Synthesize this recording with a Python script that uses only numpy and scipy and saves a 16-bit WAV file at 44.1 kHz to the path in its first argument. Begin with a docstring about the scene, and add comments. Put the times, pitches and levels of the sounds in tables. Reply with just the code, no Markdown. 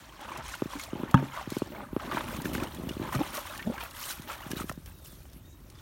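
"""Wading out of a muddy pond

Two children wade barefoot out of a shallow muddy pond and climb a soft bank, one with a plastic bucket.
Water and mud are swarms of ringing bubbles, bursting films and flickering noise, swelling with each step;
splats, spits, gulps and dull close knocks are placed singly. The bucket rings from one hard bump and two faint
touches. Filtered noise makes the low rumble and faint hiss of open air; gliding tones make a far bird."""
import sys
import numpy as np
from scipy import signal
from scipy.io import wavfile
from scipy.ndimage import uniform_filter1d

SR = 44100
rng = np.random.default_rng(int(sys.argv[2]) if len(sys.argv) > 2 else 0)


def inscribe(sig):
    """Save sig as 16-bit PCM at rate SR to the path in sys.argv[1].

    A 1-D sig is mono; a 2-D sig holds one channel per row.
    Samples are clipped to [-1, 1] before scaling.
    """
    pcm = np.round(np.clip(np.atleast_2d(sig).T, -1, 1) * 32767)
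    wavfile.write(sys.argv[1], SR, pcm.astype(np.int16))


N = 256220
TIME = np.arange(N) / SR


def from_db(db):
    """Amplitude factor for a level in dB."""
    return 10 ** (np.asarray(db) / 20)


def rms_one(x):
    """Scale a sound to rms 1."""
    return x / np.sqrt(np.mean(x ** 2) + 1e-20)


def in_time(rows):
    """Each column of a curve, drawn sample by sample against its first column, time."""
    times_s, *columns = np.transpose(rows)
    return [np.interp(TIME, times_s, column) for column in columns]


def at_hz(points, hz):
    """Level of a spectrum in dB, falling 30 dB per octave beyond its ends."""
    point_hz, point_db = np.transpose(points)
    octaves_beyond = np.abs(np.log2(hz / np.clip(hz, point_hz[0], point_hz[-1])))
    return np.interp(np.log(hz), np.log(point_hz), point_db) - 30 * octaves_beyond


def band(x, low_hz, high_hz, order=2):
    """Keep one frequency band."""
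    edges_hz = [low_hz, min(high_hz, .45 * SR)]
    return signal.sosfilt(signal.butter(order, edges_hz, "band", fs=SR, output="sos"), x)


def add(out, start_s, sound):
    """Mix a sound in at its start time."""
    i = int(np.clip(round(start_s * SR), 0, N))
    out[i:i + len(sound)] += sound[:N - i]


def drift(rate_hz):
    """Slow random wander with spread 1, computed at a twentieth of the sample rate."""
    pole = np.exp(-40 * np.pi * rate_hz / SR)
    white = rng.standard_normal(N // 20 + 2002)
    slow = signal.lfilter([1], [1, -2 * pole, pole * pole], white)[2000:]  # skip the filter's settling
    return np.interp(np.arange(N) / 20, np.arange(len(slow)), rms_one(slow))


def evened(x):
    """Hold a texture near rms 1 over every twentieth of a second."""
    return x / np.sqrt(np.abs(uniform_filter1d(x ** 2, size=SR // 20)) + 1e-12)


def wash(spectrum, patchy_db, flicker_hz):
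    """Noise in narrow bands that each flicker on their own."""
    edges_hz = np.geomspace(20, 17000, 27)
    out, white = np.zeros(N), rng.standard_normal((2, N))
    for k, (low_hz, high_hz) in enumerate(zip(edges_hz, edges_hz[1:])):
        level_db = at_hz(spectrum, np.sqrt(low_hz * high_hz))
        if level_db > -50:
            flicker = from_db(level_db + patchy_db * drift(flicker_hz))
            out += band(white[k % 2], low_hz, high_hz) * flicker  # neighbours use separate noises
    return rms_one(out)


def bubble(hz, t60_s, rise):
    """A ringing air pocket whose pitch climbs, by the fraction rise over t60, as it nears the surface."""
    t = np.arange(int(t60_s * SR) + 2) / SR
    phase = 2 * np.pi * hz * t * (1 + rise * t / t60_s / 2)
    return np.sin(phase) * from_db(-60 * t / t60_s)


def bubbles(spectrum, per_s, cycles, spread_db, rise):
    """A swarm of bubbles of random pitch and strength; cycles is their mean count before falling 60 dB."""
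    out = np.zeros(N)
    low_hz, high_hz = spectrum[0][0], spectrum[-1][0]
    when, where, size, damping, sign = rng.random((int(per_s * N / SR), 5)).T
    pitches_hz = low_hz * (high_hz / low_hz) ** where
    sizes_db = spread_db * np.minimum(-np.log(1 - size), 4)
    # high bubbles are sparser per Hz and shorter, so height grows with pitch to keep the spectrum
    heights = from_db(at_hz(spectrum, pitches_hz) + sizes_db) * pitches_hz * np.sign(sign - .5)
    lives_s = cycles * (.5 + damping) / pitches_hz
    for start_s, hz, height, life_s in zip(when * N / SR, pitches_hz, heights, lives_s):
        add(out, start_s, height * bubble(hz, life_s, rise))
    return rms_one(out)


def crackle(spectrum, per_s, spread_db):
    """Tiny films of wet mud bursting: broad clicks, each a short puff of noise."""
    sizes = from_db(spread_db * np.minimum(rng.exponential(1, N), 4))
    clicks = sizes * (rng.random(N) < per_s / SR)
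    puffs = signal.lfilter([1], [1, -np.exp(-1 / (.0006 * SR))], clicks + 1e-18)  # 0.6 ms decay
    return rms_one(puffs * wash(spectrum, patchy_db=3, flicker_hz=60))


def glide(rows):
    """Phase and height of a gliding tone, silent outside its span."""
    hz, level_db = in_time(rows)
    sounding = (TIME > rows[0][0]) & (TIME < rows[-1][0])
    phase = 2 * np.pi * np.cumsum(hz * sounding) / SR
    return phase, from_db(level_db) * uniform_filter1d(sounding * 1., size=128)


def swells(rows, attack_share, release_s):
    """Power of a run of movements: each swells, holds to its end and dies away."""
    power = np.zeros(N)
    for start_s, length_s, level_db in rows:
        rise = np.clip((TIME - start_s) / (attack_share * length_s), 0, 1)
        fall = np.exp(-np.clip((TIME - start_s - length_s) / release_s, 0, 20))
        power += (from_db(level_db) * rise * fall) ** 2
    return power


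def open_air():
    """Open air as patchy noise: mostly low, with a faint hiss."""
    # spectrum of the open air: hz [Hz], level_db [relative dB per Hz]
    air_colour = [(25, -14), (40, 5.5), (58, 5), (90, 1), (140, -2.5), (250, -23), (500, -19.5),
                  (1000, -20), (3000, -32.5), (8000, -31.5), (16000, -26)]
    return from_db(-52.5) * wash(air_colour, patchy_db=4, flicker_hz=7.8)


def rumble():
    """Low noise that surges on the microphone as it is swung round."""
    # strength of the rumble: time_s [s], level_db [dB rms]
    rumble_curve = [(0.0, -76), (0.4, -50), (0.75, -61), (1.6, -58), (2.05, -50), (2.5, -47), (3.1, -45.5),
                    (3.4, -60), (4.4, -63), (4.6, -45.5), (4.95, -55), (5.81, -52.5)]
    # its spectrum: hz [Hz], level_db [relative dB per Hz]
    rumble_colour = [(22, 7.5), (40, -2), (62, 8), (90, -5), (130, 0), (200, -18)]
    return from_db(in_time(rumble_curve)[0]) * evened(wash(rumble_colour, patchy_db=1.5, flicker_hz=1.4))


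def stirring(lean):
    """Strength of strokes and lapping for a part leaning with their tilt (1), against it (-1) or neither (0)."""
    # a foot drags through water, presses into mud or pulls free:
    # start_s [s], length_s [s], level_db [dB before each part's trim], tilt_db [dB: low = slosh, high = spray]
    foot_strokes = [(0.185, 0.063, -49, -7), (0.25, 0.15, -46.5, -7.5), (0.419, 0.13, -44.5, 2),
                    (0.69, 0.067, -45, 0), (0.78, 0.056, -50.5, 12), (1.17, 0.005, -43, -9),
                    (1.22, .04, -50, -4), (1.309, 0.1, -43.5, -6.5), (1.48, 0.11, -47.5, 3),
                    (1.71, 0.12, -55.5, -15), (1.98, 0.082, -46, -5.5), (2.098, 0.1, -41.5, -5),
                    (2.23, 0.13, -45.5, -2), (2.441, 0.029, -47.5, 8), (2.525, 0.036, -43, 3),
                    (2.588, 0.056, -42, -6), (2.99, 0.1, -48, -9.5), (3.12, 0.031, -38.5, -0.5),
                    (3.181, 0.055, -42.5, -8), (3.22, 0.086, -45.5, 1), (3.319, 0.069, -37.5, 2),
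                    (3.419, 0.14, -44.5, -1), (3.72, 0.042, -47.5, -5.5), (3.794, 0.046, -39.5, -1),
                    (3.91, 0.21, -45, 5), (3.988, 0.13, -43.5, 9), (4.27, 0.068, -41.5, -2),
                    (4.36, 0.12, -50.5, -6), (4.50, 0.019, -44.5, 2.5), (4.55, 0.059, -43.5, 4.5),
                    (4.66, 0.037, -52.5, 7), (4.855, .04, -56, 1.5), (5.034, 0.042, -60, 14)]
    # stirred water laps and drips between strokes, until the children are up the bank:
    # time_s [s], level_db [dB before each part's trim], tilt_db [dB, as above]
    lapping = [(0, -55, 0), (0.15, -54, -3), (0.6, -51, 0), (1.05, -50.5, -7.5), (1.65, -52, 1),
               (1.9, -62, -8.5), (2.15, -43.5, -2.5), (2.8, -51, -0.5), (3.3, -48, -0.5), (3.7, -51, 0),
               (4.5, -51.5, 2.5), (4.8, -66, 7), (5.15, -65, 14), (5.4, -65, 1.5), (5.65, -70, 5),
               (5.81, -58.5, 3)]
    lap_db, lap_tilt_db = in_time(lapping)
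    leaning = [(start_s, length_s, level_db + lean * tilt_db)
               for start_s, length_s, level_db, tilt_db in foot_strokes]
    stroke_power = swells(leaning, attack_share=0.34, release_s=0.03)
    return np.sqrt(stroke_power + from_db(lap_db + lean * lap_tilt_db) ** 2)


def wading():
    """Legs churn and slosh the water; the mud squelches in fits and throws a fine spray of droplets."""
    # spectra of low churn, water slosh, mud squelch and fine spray: hz [Hz], level_db [relative dB per Hz]
    churn_colour = [(70, -5.5), (140, -11.5), (260, 3), (400, -4.5), (600, -7.5), (1000, -35.5)]
    slosh_colour = [(300, -43.5), (500, -1), (750, 3.5), (1050, 3), (1400, -5), (1800, -8.5), (2600, -17.5)]
    squelch_colour = [(1100, 5.5), (1700, 2), (2300, 0), (3100, 1.5), (4200, -9), (5500, -15), (8000, -20)]
    spray_colour = [(3500, -2), (5000, -0.5), (6300, -3.5), (9000, -2), (12000, -2), (16000, -4)]
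    # the spray's top brightens until about 5.1 s, then dulls again: time_s [s], top_db [dB gain above 9 kHz]
    crispness = [(0, -21), (.9, -7.5), (1.7, -7), (2.3, -1), (3.4, -1), (4.1, 0), (4.6, 0.5), (5.1, 3),
                 (5.81, -20)]
    # a leg shoves deep water aside: start_s [s], length_s [s], level_db [dB rms]
    leg_surges = [(0.20, 0.2, -50.5), (0.93, .17, -44.5), (1.15, 0.097, -41.5), (1.63, .21, -44.5),
                  (2.01, .19, -40), (2.22, .20, -40.5), (2.43, 0.22, -37), (2.73, 0.17, -40.5),
                  (2.99, 0.08, -38.5), (3.16, 0.22, -50.5), (3.49, 0.28, -51), (4.24, 0.033, -50.5),
                  (4.48, .14, -49)]
    churn_rest_db = -58.5  # the low churn between surges
    slosh_db, squelch_db, spray_db = -3, -2.55, -5.5  # trims against the stirring strength
    spatter_db, spatter_hz = 1, 34  # mud gives way in fits: spread and pace of the unevenness

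    def bed(spectrum):
        """Flickering noise beneath the bubbles."""
        return wash(spectrum, patchy_db=3, flicker_hz=40)

    churn = bubbles(churn_colour, per_s=170, cycles=9.7, spread_db=2, rise=0.19)
    churn += from_db(-5) * bed(churn_colour)

    slosh = bubbles(slosh_colour, per_s=450, cycles=33.4, spread_db=3.5, rise=0.16)
    slosh += from_db(-5.5) * bed(slosh_colour)

    squelch = bubbles(squelch_colour, per_s=700, cycles=52, spread_db=4.5, rise=0.11)
    squelch += from_db(-5.5) * crackle(squelch_colour, per_s=450, spread_db=2.0)
    squelch += from_db(-1.5) * bed(squelch_colour)

    spray = bubbles(spray_colour, per_s=800, cycles=77, spread_db=6.5, rise=.03)
    spray += from_db(1) * crackle(spray_colour, per_s=480, spread_db=3.0)
    spray += from_db(5.5) * bed(spray_colour)
    top = signal.sosfiltfilt(signal.butter(2, 9000, "high", fs=SR, output="sos"), spray)
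    spray += (from_db(in_time(crispness)[0]) - 1) * top

    surge_power = swells(leg_surges, attack_share=0.2, release_s=.035)
    water = np.sqrt(surge_power + from_db(churn_rest_db) ** 2) * evened(churn)
    water += from_db(slosh_db) * stirring(lean=-1.05) * evened(slosh)
    mud = from_db(squelch_db) * stirring(lean=0) * evened(squelch)
    mud += from_db(spray_db) * stirring(lean=0.9) * evened(spray)
    return water + from_db(spatter_db * drift(spatter_hz)) * mud


def spits():
    """Spat mud and snapping stalks: a bright snap of noise with a brief trail of droplets."""
    # the sharpest spits: start_s [s], level_db [dB, 8 above the gain of the noise]
    mud_spits = [(0.212, -38), (0.374, -29.5), (0.551, -32), (0.7958, -27.5), (0.836, -30), (1.111, -31),
                 (1.1423, -27), (1.503, -27.5), (1.584, -30), (2.365, -31), (2.4188, -30.5), (2.456, -31),
                 (2.533, -28.5), (2.549, -29), (2.6352, -27), (2.747, -31.5), (2.89, -33), (3.1502, -27.5),
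                 (3.37, -25), (3.5767, -28), (3.9097, -33), (4.0286, -32), (4.1099, -25), (4.22, -35.5),
                 (4.515, -24), (4.6955, -27.5), (4.723, -35), (4.8597, -34), (5.3316, -42.5),
                 (5.7004, -39.5)]
    out, t = np.zeros(N), np.arange(SR // 20) / SR
    fade = np.exp(-t / 0.0031) + from_db(-5.5) * np.exp(-t / 0.0058)
    for start_s, level_db in mud_spits:
        snap = band(rng.standard_normal(len(t)) * fade, 1800, 12000, order=1)
        add(out, start_s, from_db(level_db - 8.0) * snap)
    return out


def bucket():
    """The plastic wall clacks, then the hollow body booms; the rings waver as the bucket swings."""
    # bumps on the bucket, one hard and two faint: start_s [s], gain_db [dB on all its rings]
    bucket_bumps = [(0.374, -52), (1.1423, -1.5), (1.1763, -31)]
    # rings of the wall: pitch_hz [Hz], level_db [dB against the bump's gain], t60_s [s]
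    wall_modes = [(580, -20, 0.046), (864, -12.5, 0.043), (918, -22, 0.19), (1110, -7.5, 0.023),
                  (1238, -1, 0.02), (1430, -16, 0.026), (1640, -23, 0.068), (1710, -21, 0.036),
                  (2300, -47, 0.04), (2720, -31.5, 0.061), (3300, -23, 0.027), (3600, -42, 0.1)]
    # rings of the floor and the air inside: pitch_hz [Hz], level_db [dB against the bump's gain], t60_s [s]
    drum_modes = [(78.4, -25, 0.033), (136.5, -15.5, 0.32), (167, 6.5, 0.0292), (261.4, -16, 0.22),
                  (270, -30, 0.17), (368, -41.5, 0.01)]
    out, t = np.zeros(N), np.arange(SR // 2) / SR

    def ringing(modes, rise_s):
        """Sum of decaying sines whose phases wander, swelling in together."""
        rings = np.zeros(len(t))
        for pitch_hz, level_db, t60_s in modes:
            waver = np.minimum(8 * t, .35) * drift(25)[:len(t)]  # radians
            rings += from_db(level_db - 60 * t / t60_s) * np.sin(2 * np.pi * pitch_hz * t + waver)
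        return rings * (1 - np.exp(-t / rise_s))

    crack = band(rng.standard_normal(len(t)), 630, 3800) * np.exp(-t / 0.0032)
    for start_s, gain_db in bucket_bumps:
        clack = from_db(-22.5) * crack - ringing(wall_modes, rise_s=0.0011)
        boom = ringing(drum_modes, rise_s=0.0032)
        add(out, start_s, from_db(gain_db) * clack)
        add(out, start_s + 0.0014, from_db(gain_db) * boom)
    return out


def splats():
    """A pocket bursts: the film cracks, then a bubble note rings inside a short wet hiss."""
    # the loudest wet splats and popping bubbles: start_s [s], level_db [about peak dB], pitch_hz [Hz], t60_s [s]
    wet_splats = [(.407, -31, 1310, .03), (0.54, -27.5, 1450, .02), (0.734, -26.5, 1025, 0.026),
                  (0.751, -29.5, 282, .093), (.795, -33, 2146, 0.063), (0.998, -26.5, 252, 0.055),
                  (1.366, -30, 1010, 0.058), (1.395, -29, 947, 0.031), (1.996, -30.5, 1260, 0.031),
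                  (2.113, -21.5, 1160, .05), (2.170, -19.5, 940, .023), (2.178, -28, 1670, .045),
                  (2.207, -26, 960, 0.042), (2.455, -24.5, 1710, 0.018), (2.551, -22, 1550, .015),
                  (2.579, -29.5, 1720, 0.027), (2.891, -27.5, 2840, 0.033), (3.1221, -25, 1020, .056),
                  (3.148, -24.5, 1223, 0.046), (3.190, -28, 730, 0.028), (3.3765, -37, 1710, 0.0082),
                  (3.377, -22, 569, 0.045), (3.592, -29.5, 1780, 0.052), (3.626, -31, 2230, 0.019),
                  (3.779, -27.5, 1580, 0.039), (3.805, -31, 2390, .041), (4.298, -28, 1310, 0.049),
                  (4.516, -31, 1655, 0.033), (4.599, -27.5, 1310, 0.021), (4.617, -31, 1230, 0.025),
                  (4.6955, -22.5, 1330, .017), (4.715, -29.5, 720, 0.016), (5.254, -44, 770, .019)]
    out, click = np.zeros(N), signal.unit_impulse(SR // 50)
    for start_s, level_db, pitch_hz, t60_s in wet_splats:
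        note = bubble(pitch_hz, t60_s, rise=0.079)
        age = np.arange(len(note)) / len(note)
        noise = band(rng.standard_normal(SR // 4), pitch_hz / 1.88, pitch_hz * 1.57)
        hiss = rms_one(noise)[-len(note):] * from_db(-60 * age)
        opening = 1 - np.exp(-age / 0.054)  # long notes also open slowly
        crack = band(click, pitch_hz / 2, pitch_hz * 1.54)
        abrupt = np.minimum(0.017 / t60_s, 1) ** 2  # the shortest bursts crack hardest
        add(out, start_s, from_db(level_db) * opening * (from_db(1) * note + from_db(-3.5) * hiss))
        add(out, start_s, from_db(level_db - 1.5) * abrupt * crack / np.abs(crack).max())
    return out


def knocks():
    """Heavily damped thuds: a small tap, about two swings and a soft low after-swing."""
    # dull close knocks: start_s [s], level_db [about peak dB]
    dull_knocks = [(0.6215, -14), (0.6576, -25), (0.9322, -21), (0.9539, -26), (1.0343, -18.5),
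                   (1.227, -21), (1.2405, -32), (1.4744, -26), (1.521, -22), (1.568, -17), (1.6203, -14.5),
                   (1.93, -25), (1.9649, -14), (2.147, -23), (2.387, -30), (2.446, -25.5), (2.4564, -21),
                   (2.481, -31), (2.5517, -25), (2.5797, -22.5), (2.6219, -24), (2.797, -27.5),
                   (2.836, -25.5), (2.870, -25), (2.9095, -24.5), (2.968, -24.5), (2.998, -23.5),
                   (3.016, -30), (4.196, -33.5), (4.4636, -32), (4.5068, -29.5), (4.533, -23),
                   (4.5664, -28), (4.6078, -26.5), (4.642, -27), (4.699, -30.5), (4.776, -33), (5.13, -42),
                   (5.362, -39.5)]
    # a harder knock is higher: pitch at the usual strength, and its climb
    usual_hz, usual_db, octaves_per_db = 266, -17, .028
    tap_db, sway_db = -9.5, -21  # bright tap and low after-swing of a hard knock, against the thud
    hard_db = -20.5  # weaker knocks than this are soft
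    out, click = np.zeros(N), signal.unit_impulse(SR // 20)

    def swing(low_hz, high_hz):
        """A click ringing through a band, peak 1."""
        pulse = band(click, low_hz, high_hz)
        return pulse / np.abs(pulse).max()

    tap = swing(low_hz=585, high_hz=1220)
    sway = swing(low_hz=93, high_hz=153)
    for start_s, level_db in dull_knocks:
        pitch_hz = usual_hz * 2 ** (octaves_per_db * (level_db - usual_db))
        thud = swing(pitch_hz / 1.34, pitch_hz * 1.717)
        # a hard knock is brighter, a soft one boomier
        hardness_db = np.clip(1.4 * (level_db - hard_db), -10, 0)
        add(out, start_s - .0005, -from_db(level_db + hardness_db + tap_db) * tap)
        add(out, start_s, from_db(level_db) * (thud - from_db(sway_db - hardness_db) * sway))
    return out


def gulps():
    """A mud cavity throbs at a low gliding pitch; its flapping rim adds rough overtones and a gurgle."""
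    # air pockets opening under a sinking or lifting foot, one table each:
    # time_s [s], pitch_hz [Hz], level_db [dB of the fundamental before its flutter]
    mud_gulps = [
        [(3.145, 345, -33), (3.151, 219, -26.5), (3.160, 123, -22), (3.180, 130, -32), (3.195, 183, -25.5),
         (3.205, 289, -28), (3.213, 298, -19.5), (3.223, 340, -32)],
        [(3.645, 161, -49), (3.666, 175, -35), (3.673, 204, -24.5), (3.686, 236, -32.5), (3.701, 221, -23.5),
         (3.712, 276, -37.5), (3.725, 526, -39.5), (3.745, 810, -46)],
        [(2.516, 209, -45), (2.522, 173, -41), (2.543, 183, -31), (2.551, 190, -45)],
    ]
    out = np.zeros(N)
    for rows in mud_gulps:
        phase, height = glide(rows)
        phase = phase + .35 * drift(70)
        flutter = from_db(2.2 * drift(150))
        overtones = sum(np.cos(k * phase + 1.2 * drift(90)) / k ** 1.6 for k in (2, 3))
        noise = rms_one(band(rng.standard_normal(N), low_hz=458, high_hz=633, order=3))
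        gurgle = noise * (1 + np.sin(phase))  # swells on each throb
        out += height * flutter * (np.sin(phase) + overtones + from_db(-16.5) * gurgle)
    return out


def bird():
    """Thin gliding whistles of a far bird that flutter quickly in pitch and loudness."""
    # one table per whistle: time_s [s], pitch_hz [Hz], level_db [dB before the flutter]
    bird_whistles = [
        [(4.72, 3720, -68), (4.77, 3730, -71), (4.82, 3700, -72)],
        [(4.92, 3860, -72), (4.97, 3820, -69), (5.04, 3620, -69), (5.10, 3510, -67), (5.20, 3170, -70)],
        [(5.43, 3540, -68), (5.47, 3730, -69), (5.53, 3820, -67.5), (5.59, 3730, -70.5)],
        [(5.74, 3520, -72), (5.78, 3560, -68), (5.80, 3610, -67)],
    ]
    tones = np.zeros(N)
    for rows in bird_whistles:
        phase, height = glide(rows)
        tones += height * np.sin(phase + .7 * drift(60))
    return tones * from_db(4 * drift(35))


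def scene():
    """All layers together, one channel."""
    surroundings = open_air() + rumble() + bird()
    steps = wading() + spits() + splats() + gulps()
    return (surroundings + steps + bucket() + knocks())[None]


def record(dry):
    """The microphone loses the deepest bass and a few narrow bands; the top is cut steeply."""
    # narrow dips in the microphone response: centre_hz [Hz], width_hz [Hz], depth [0-1]
    response_dips = [(460, 114, 0.55), (717, 120, 0.49), (4860, 400, 0.4), (7700, 660, 0.34),
                     (10440, 520, 0.46)]
    cutoff_hz = 16050
    heard = signal.sosfilt(signal.butter(4, 40, "high", fs=SR, output="sos"), dry)
    for centre_hz, width_hz, depth in response_dips:
        peak = signal.lfilter(*signal.iirpeak(centre_hz, centre_hz / width_hz, fs=SR), heard)
        heard = heard - np.clip(depth, 0, 1) * peak
    return signal.sosfilt(signal.ellip(12, .1, 85, cutoff_hz, fs=SR, output="sos"), heard)


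dry = scene()
out = record(dry)
inscribe(out)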